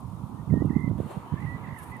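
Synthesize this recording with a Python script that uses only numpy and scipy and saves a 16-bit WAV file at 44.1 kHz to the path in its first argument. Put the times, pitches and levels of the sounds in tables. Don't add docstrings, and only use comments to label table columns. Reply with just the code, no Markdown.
import sys
import numpy as np
from scipy import signal
from scipy.fft import rfft, irfft, next_fast_len
from scipy.io import wavfile
from scipy.ndimage import uniform_filter1d, map_coordinates

SR = 44100
rng = np.random.default_rng(int(sys.argv[2]) if len(sys.argv) > 2 else 0)


def put_to_file(sound):
    columns = np.atleast_2d(sound).T
    safe = np.clip(columns, -1, 1)
    whole_steps = np.round(safe * 32767)
    wavfile.write(sys.argv[1], SR, whole_steps.astype(np.int16))


def gain_from_db(level_db):
    decades = np.asarray(level_db, float) / 20
    return 10 ** decades


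N = 88200
T = np.arange(N) / SR

# f/Hz, level/dB per Hz
CLOTH_COLOUR = [(3000, -10.5), (5100, -16.5), (7600, -11), (9600, 3), (15400, -14)]
FLUTTER_DB = 1.3


def unit(x):
    return x / np.sqrt(np.mean(x ** 2) + 1e-20)


def along(points, hz):
    f, v = np.transpose(points)
    return np.interp(np.log(hz + 1), np.log(f + 1), v)


def curve(rows, column=1):
    rows = np.array(rows)
    return np.interp(T, rows[:, 0], rows[:, column])


def wobble(rate):
    knots = rng.standard_normal(int(N * rate / SR) + 4)
    return map_coordinates(knots, [T * rate])


def hump(s, length):
    u = (T - s) / length
    return np.sin(np.pi * np.clip(u, 0, 1))


def coloured(x, points):
    m = next_fast_len(N + 8192)
    gain = gain_from_db(along(points, np.fft.rfftfreq(m, 1 / SR)))
    return irfft(rfft(x, m) * gain, m)[..., :N]


def noise(patchy_db):
    z = signal.stft(rng.standard_normal((2, N)), nperseg=512)[2]
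    field = uniform_filter1d(rng.standard_normal(z.shape[1:]), 4, 0)
    field = uniform_filter1d(field, 10, 1)
    return signal.istft(z * gain_from_db(patchy_db * unit(field)), nperseg=512)[1][:, :N]


def wide(source, spectrum, alike):
    m = next_fast_len(N + 8192)
    hz = np.fft.rfftfreq(m, 1 / SR)
    turn = np.arccos(np.clip(along(alike, hz), -1, 1)) / 2
    shares = gain_from_db(along(spectrum, hz)) * [np.cos(turn), np.sin(turn)]
    mid, side = irfft(rfft(source, m) * shares, m)[:, :N]
    return unit(np.array([mid + side, mid - side]))


def wader():
    # t/s, f/Hz, level/dB
    calls = [
        [(.36, 1815, -79), (.398, 1810, -65), (.425, 2000, -78)],
        [(.494, 2150, -77), (.503, 2100, -57.5), (.514, 1880, -61), (.564, 1850, -54), (.6, 1855, -53.5),
         (.624, 1984, -57), (.636, 1900, -70)],
        [(.69, 2194, -75), (.698, 2040, -51.5), (.709, 1810, -57), (.719, 1905, -52), (.73, 1926, -60),
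         (.74, 2036, -51.5), (.775, 2085, -50), (.815, 2084, -48), (.89, 2025, -51)],
        [(1.34, 1580, -66), (1.355, 1630, -61), (1.38, 1772, -51), (1.41, 2040, -50), (1.452, 2110, -47.5),
         (1.464, 1956, -48.5), (1.52, 1953, -46.5), (1.56, 1977, -49.5), (1.578, 1970, -71)],
        [(1.63, 2180, -65), (1.642, 2066, -51.5), (1.659, 1887, -49), (1.675, 2011, -44.5), (1.755, 2038, -44),
         (1.772, 1862, -52), (1.8, 1700, -53.5), (1.82, 1616, -63), (1.844, 1780, -60)],
        [(1.912, 2060, -69), (1.922, 2004, -51), (1.962, 2006, -47.5), (1.974, 1700, -69)],
    ]
    # first break t/s, spacing/s, upsweep in a note/Hz, break width/s, pitch dip at the break/Hz
    trills = [(.709, .0194, 0, .003, 210), (1.395, .021, 200, .0065, 90), (1.665, .018, 560, .008, 40),
              (.829, .02, 0, .002, 130), (.514, .02, 0, .003, 100), (1.366, .02, 0, .005, 0)]
    break_counts = [6, 4, 6, 1, 1, 1]
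    gate = np.ones(N)
    sweep_hz = 11.6 * wobble(120)
    for (first, step, up_hz, width, dip_hz), count in zip(trills, break_counts):
        for s in first + step * np.arange(count):
            gate = gate * (1 - np.exp(-((T - s) / width) ** 2))
            sweep_hz = sweep_hz - dip_hz * np.exp(-((T - s) / (1.5 * width)) ** 2)
            u = (T - s) / step
            within_note = (u > 0) * (u < 1)
            sweeps = s < first + step * (count - 1.5) or up_hz > 400
            sweep_hz = sweep_hz + up_hz * (u - .5) * within_note * sweeps
    song = np.zeros(N)
    fade_s = .004
    for call in calls:
        on = np.clip(np.minimum(T - call[0][0], call[-1][0] - T) / fade_s, 0, 1)
        phase = 2 * np.pi * np.cumsum(curve(call) + sweep_hz) / SR
        song += on * gain_from_db(curve(call, column=2)) * np.sin(phase)
    return np.sqrt(2) * song * gate * gain_from_db(wobble(90))


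def echoes(x):
    t = np.arange(SR // 4) / SR
    tail = rng.standard_normal((2, len(t))) * gain_from_db(-60 * t / .4) * (t > .004)
    return signal.fftconvolve(x[None], tail / np.linalg.norm(tail[0]), axes=1)[:, :N]


def placed_wader():
    call = wader()
    direct = call * gain_from_db([[-20], [6]])
    return direct + gain_from_db(-15) * echoes(call) * gain_from_db([[-8], [3]])


def glide(s, length, from_hz, to_hz, db):
    t = T - s
    mean_hz = from_hz + (to_hz - from_hz) * t / (2 * length)
    return hump(s, length) * gain_from_db(db + FLUTTER_DB * wobble(61.06)) * np.sin(2 * np.pi * t * mean_hz)


def arching_whistle():
    # t/s, f/Hz, level/dB
    arch = [(.22, 2400, -87), (.3, 2620, -85), (.36, 2990, -79), (.46, 3130, -84), (.58, 3090, -80),
            (.63, 2920, -77), (.68, 2710, -73), (.75, 2620, -78), (.9, 2420, -90)]
    on = hump(arch[0][0], arch[-1][0] - arch[0][0]) > 1e-3
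    level = on * gain_from_db(curve(arch, column=2) + FLUTTER_DB * wobble(40.3))
    return level * np.sin(2 * np.pi * np.cumsum(curve(arch)) / SR)


def small_birds():
    # start t/s, length/s, start f/Hz, end f/Hz, level/dB
    single_notes = [
        (.215, .06, 2900, 3800, -77),
        (.635, .03, 3200, 3200, -70),
        (1.035, .05, 2000, 2150, -67),
        (1.04, .15, 3060, 3140, -69),
        (.98, .27, 2800, 2760, -70),
        (1.22, .17, 3075, 3020, -68),
        (1.96, .04, 2750, 2480, -69),
    ]
    # first t/s, spacing/s, length/s, start f/Hz, end f/Hz, first level/dB
    chip_runs = [
        (.168, .0915, .04, 4200, 3150, -79),
        (.782, .1, .028, 2800, 4100, -74),
        (.445, .034, .022, 2600, 2620, -76),
    ]
    chip_counts = [6, 3, 3]
    right = sum(glide(*note) for note in single_notes)
    left = arching_whistle()
    for (first, step, length, from_hz, to_hz, db), count in zip(chip_runs, chip_counts):
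        for k in range(count):
            left = left + glide(first + k * step, length, from_hz, to_hz, db + 1.2 * k)
    return right * gain_from_db([[-4.5], [4]]) + left * gain_from_db([[6], [-12]])


def wind_rumble():
    # t/s, level/dB
    gusts = [(0, -44), (.47, -39.5), (.55, -29.5), (.74, -32), (.8, -38.5), (.92, -34), (1.07, -43),
             (1.1, -49.5), (1.22, -45.5), (1.45, -37.5), (1.74, -44), (1.78, -46.5), (1.92, -43.5),
             (2, -46.5)]
    # f/Hz, level/dB per Hz
    rumble_colour = [(25, -55), (64, -5.5), (130, 0), (270, -8.5), (420, -22), (800, -69.5)]
    lumps_db = 2 * np.array([wobble(39.9), wobble(40.08)])
    own = rng.standard_normal((2, N)) * gain_from_db(lumps_db)
    return gain_from_db(curve(gusts) + 4) * [unit(coloured(v, rumble_colour)) for v in own]


def wind_thumps():
    # t/s, peak level/dB, f/Hz
    thumps = [(0.044, -26.5, 108), (0.057, -31.5, 127), (0.088, -30.5, 123), (0.116, -37, 126),
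              (0.134, -30, 176), (0.15, -29.5, 139), (0.202, -33, 137), (0.221, -31, 166),
              (0.241, -25.5, 147), (0.268, -32, 152), (0.301, -28, 190), (0.347, -34.5, 176),
              (0.357, -36, 180), (0.399, -26.5, 153), (0.433, -28.5, 126), (0.479, -22, 143),
              (0.498, -22, 168), (0.51, -13.5, 154), (0.528, -9.5, 145), (0.54, -11, 196),
              (0.56, -15.5, 196), (0.576, -10.5, 232), (0.608, -17.5, 160), (0.624, -11, 280),
              (0.658, -10.5, 163), (0.676, -29, 185), (0.707, -15.5, 224), (0.732, -21.5, 253),
              (0.767, -10, 203.4), (0.805, -36, 141), (0.82, -28, 137), (0.846, -16, 158),
              (0.879, -15.5, 205), (0.898, -22, 186), (0.908, -15.5, 126.7), (0.935, -22.5, 163),
              (0.957, -21, 148), (1.004, -16.5, 274), (1.033, -29.5, 240), (1.05, -25, 135),
              (1.064, -26, 167), (1.175, -22.5, 168), (1.328, -17.5, 132), (1.341, -15.5, 159),
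              (1.416, -26, 159), (1.435, -30.5, 143), (1.451, -21, 147), (1.478, -25.5, 128),
              (1.5, -32, 121), (1.523, -27, 139), (1.551, -26.5, 131), (1.566, -31.5, 195),
              (1.619, -30, 141), (1.639, -31.5, 170), (1.688, -27, 151), (1.712, -33, 132),
              (1.73, -24.5, 124), (1.914, -31.5, 108)]
    # t/s, peak level/dB, f/Hz
    more_thumps = [(.755, -19.5, 100), (1.012, -24, 103), (.99, -23.5, 200), (.915, -21, 262), (.65, -20, 305),
                   (0.54, -20, 352)]
    # f/Hz, level/dB per Hz
    grit_colour = [(40, -43), (250, 5.5), (500, -8), (900, -29), (1500, -90)]
    # f/Hz, gain/dB
    grit_rolloff = [(750, 0), (1100, -50)]
    grit = unit(coloured(rng.standard_normal(N), grit_colour))
    grit = coloured(np.tanh(grit), grit_rolloff)
    events = [*thumps, *more_thumps]
    out = np.zeros(N)
    for (s, db, hz), (turn, scale) in zip(events, rng.random((len(events), 2))):
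        t = T - s
        u = t * hz / (0.58 * (1 + scale / 2))
        falling = 1 - .25 * np.tanh(u)
        push = np.cos(2 * np.pi * (hz * t * falling + turn))
        grit_db = -8.5 + 18.6 * np.log(hz / 180)
        rasp = gain_from_db(grit_db) * grit * np.exp(-(1.99 * u) ** 2 / 2)
        out = out + gain_from_db(db) * np.exp(-u ** 2 / 2) * (push + rasp)
    return out


def wind():
    # f/Hz, gain/dB
    leak = [(40, -11.5), (150, -13), (400, -18.5)]
    left, right = wind_rumble()
    right = right + wind_thumps()
    return np.array([gain_from_db(-17) * left + coloured(right, leak), right])


def sleeve_swish():
    # t/s, level/dB
    stroke = [(.97, -76), (.98, -51.5), (1.07, -48), (1.11, -41.5), (1.17, -48.5), (1.3, -65)]
    # f/Hz, level/dB per Hz
    swish_colour = [(150, -31), (350, 6), (950, -4.5), (2000, -16), (4300, -23.5), (5000, -36),
                    (8900, -23.5), (15400, -35.5)]
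    on = (T > stroke[0][0]) & (T < stroke[-1][0])
    level = on * gain_from_db(curve(stroke) + wobble(49.2))
    return level * wide(noise(patchy_db=1), swish_colour, [(400, 0.38)])


def crinkles():
    # start t/s, length/s, level/dB
    folds = [
        (0, 0.0071, -63),
        (0.03, 0.41, -75.5),
        (1.356, 0.23, -74),
        (1.73, 0.18, -59.5),
        (1.774, 0.032, -59.5),
        (1.823, 0.028, -63),
        (1.888, 0.045, -65),
    ]
    chance, size = rng.random((2, N)), rng.exponential(size=N)
    struck = chance[0] < 2200 / SR
    grains = unit(struck * gain_from_db(5 * np.minimum(size, 3)) * np.sign(chance[1] - .5))
    rub = [grains, np.roll(grains, SR // 9)] + 1.4 * rng.standard_normal((2, N))
    swell = sum(gain_from_db(db) * hump(s, d) for s, d, db in folds) * gain_from_db(2.6 * wobble(70.2))
    return swell * wide(rub, CLOTH_COLOUR, [(9000, 0.6)])


def cloth_ticks():
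    # t/s, peak level/dB
    ticks = [(.008, -49), (.072, -55), (.102, -55), (.122, -55), (.225, -59), (.29, -59), (.35, -63),
             (.372, -57.5), (0.656, -48.5), (0.806, -53.5), (0.9766, -61), (1.4049, -52), (1.788, -41),
             (1.7945, -48), (1.801, -50), (1.806, -51), (1.831, -43), (1.8375, -47), (1.8985, -53),
             (1.906, -51), (1.912, -49), (1.9188, -47), (1.967, -47.5)]
    tick_s = 0.00089
    snap = sum(gain_from_db(db - 6) * np.exp(-((T - s - tick_s) / tick_s) ** 2) for s, db in ticks)
    return snap * wide(rng.standard_normal((2, N)), CLOTH_COLOUR, [(9000, 0.71)])


def backdrop():
    # t/s, level/dB
    road_level = [(0, -51.5), (1.25, -46), (2, -46)]
    # f/Hz, level/dB per Hz
    road_colour = [(250, -7.5), (650, -9), (950, 1.5), (1250, -7.5), (1450, -15), (1620, -26), (4000, -50)]
    # t/s, level/dB
    upper_level = [(.9, -78.5), (1.3, -57.5), (2, -57.5)]
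    # f/Hz, level/dB per Hz
    upper_colour = [(900, -38), (1700, 2.5), (4300, -20), (5000, -31.5)]
    # f/Hz, level/dB per Hz
    hiss_colour = [(1200, -28), (2000, 0), (3500, 0.5), (5200, -5), (9800, -3), (12500, -7), (15400, -11)]
    # f/Hz, correlation/1
    likeness = [(500, 0.93), (1200, 0.46), (3000, -0.33), (7000, 0.22), (15000, 0.56)]
    road = gain_from_db(curve(road_level) + 1.22 * wobble(7.68)) * wide(noise(patchy_db=1.23), road_colour, likeness)
    road = road * gain_from_db([[-.8], [.8]])
    upper = gain_from_db(curve(upper_level)) * wide(noise(patchy_db=3.0), upper_colour, likeness)
    hiss = gain_from_db(-66.5 + 0.27 * wobble(7.02)) * wide(noise(patchy_db=0.7), hiss_colour, likeness)
    return road + upper + hiss


def scene():
    birds = placed_wader() + small_birds()
    cloth = sleeve_swish() + crinkles() + cloth_ticks()
    return birds + wind() + cloth + backdrop()


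def top_cut(x):
    return signal.sosfilt(signal.butter(12, 15700, fs=SR, output="sos"), x)


def record(dry):
    # f/Hz, gain/dB
    mic_band = [(20, -16), (50, 0), (7770, 0), (7850, -12), (7930, 0), (15300, 0), (15550, -36)]
    return top_cut(coloured(dry, mic_band))


dry = scene()
out = record(dry)
put_to_file(out)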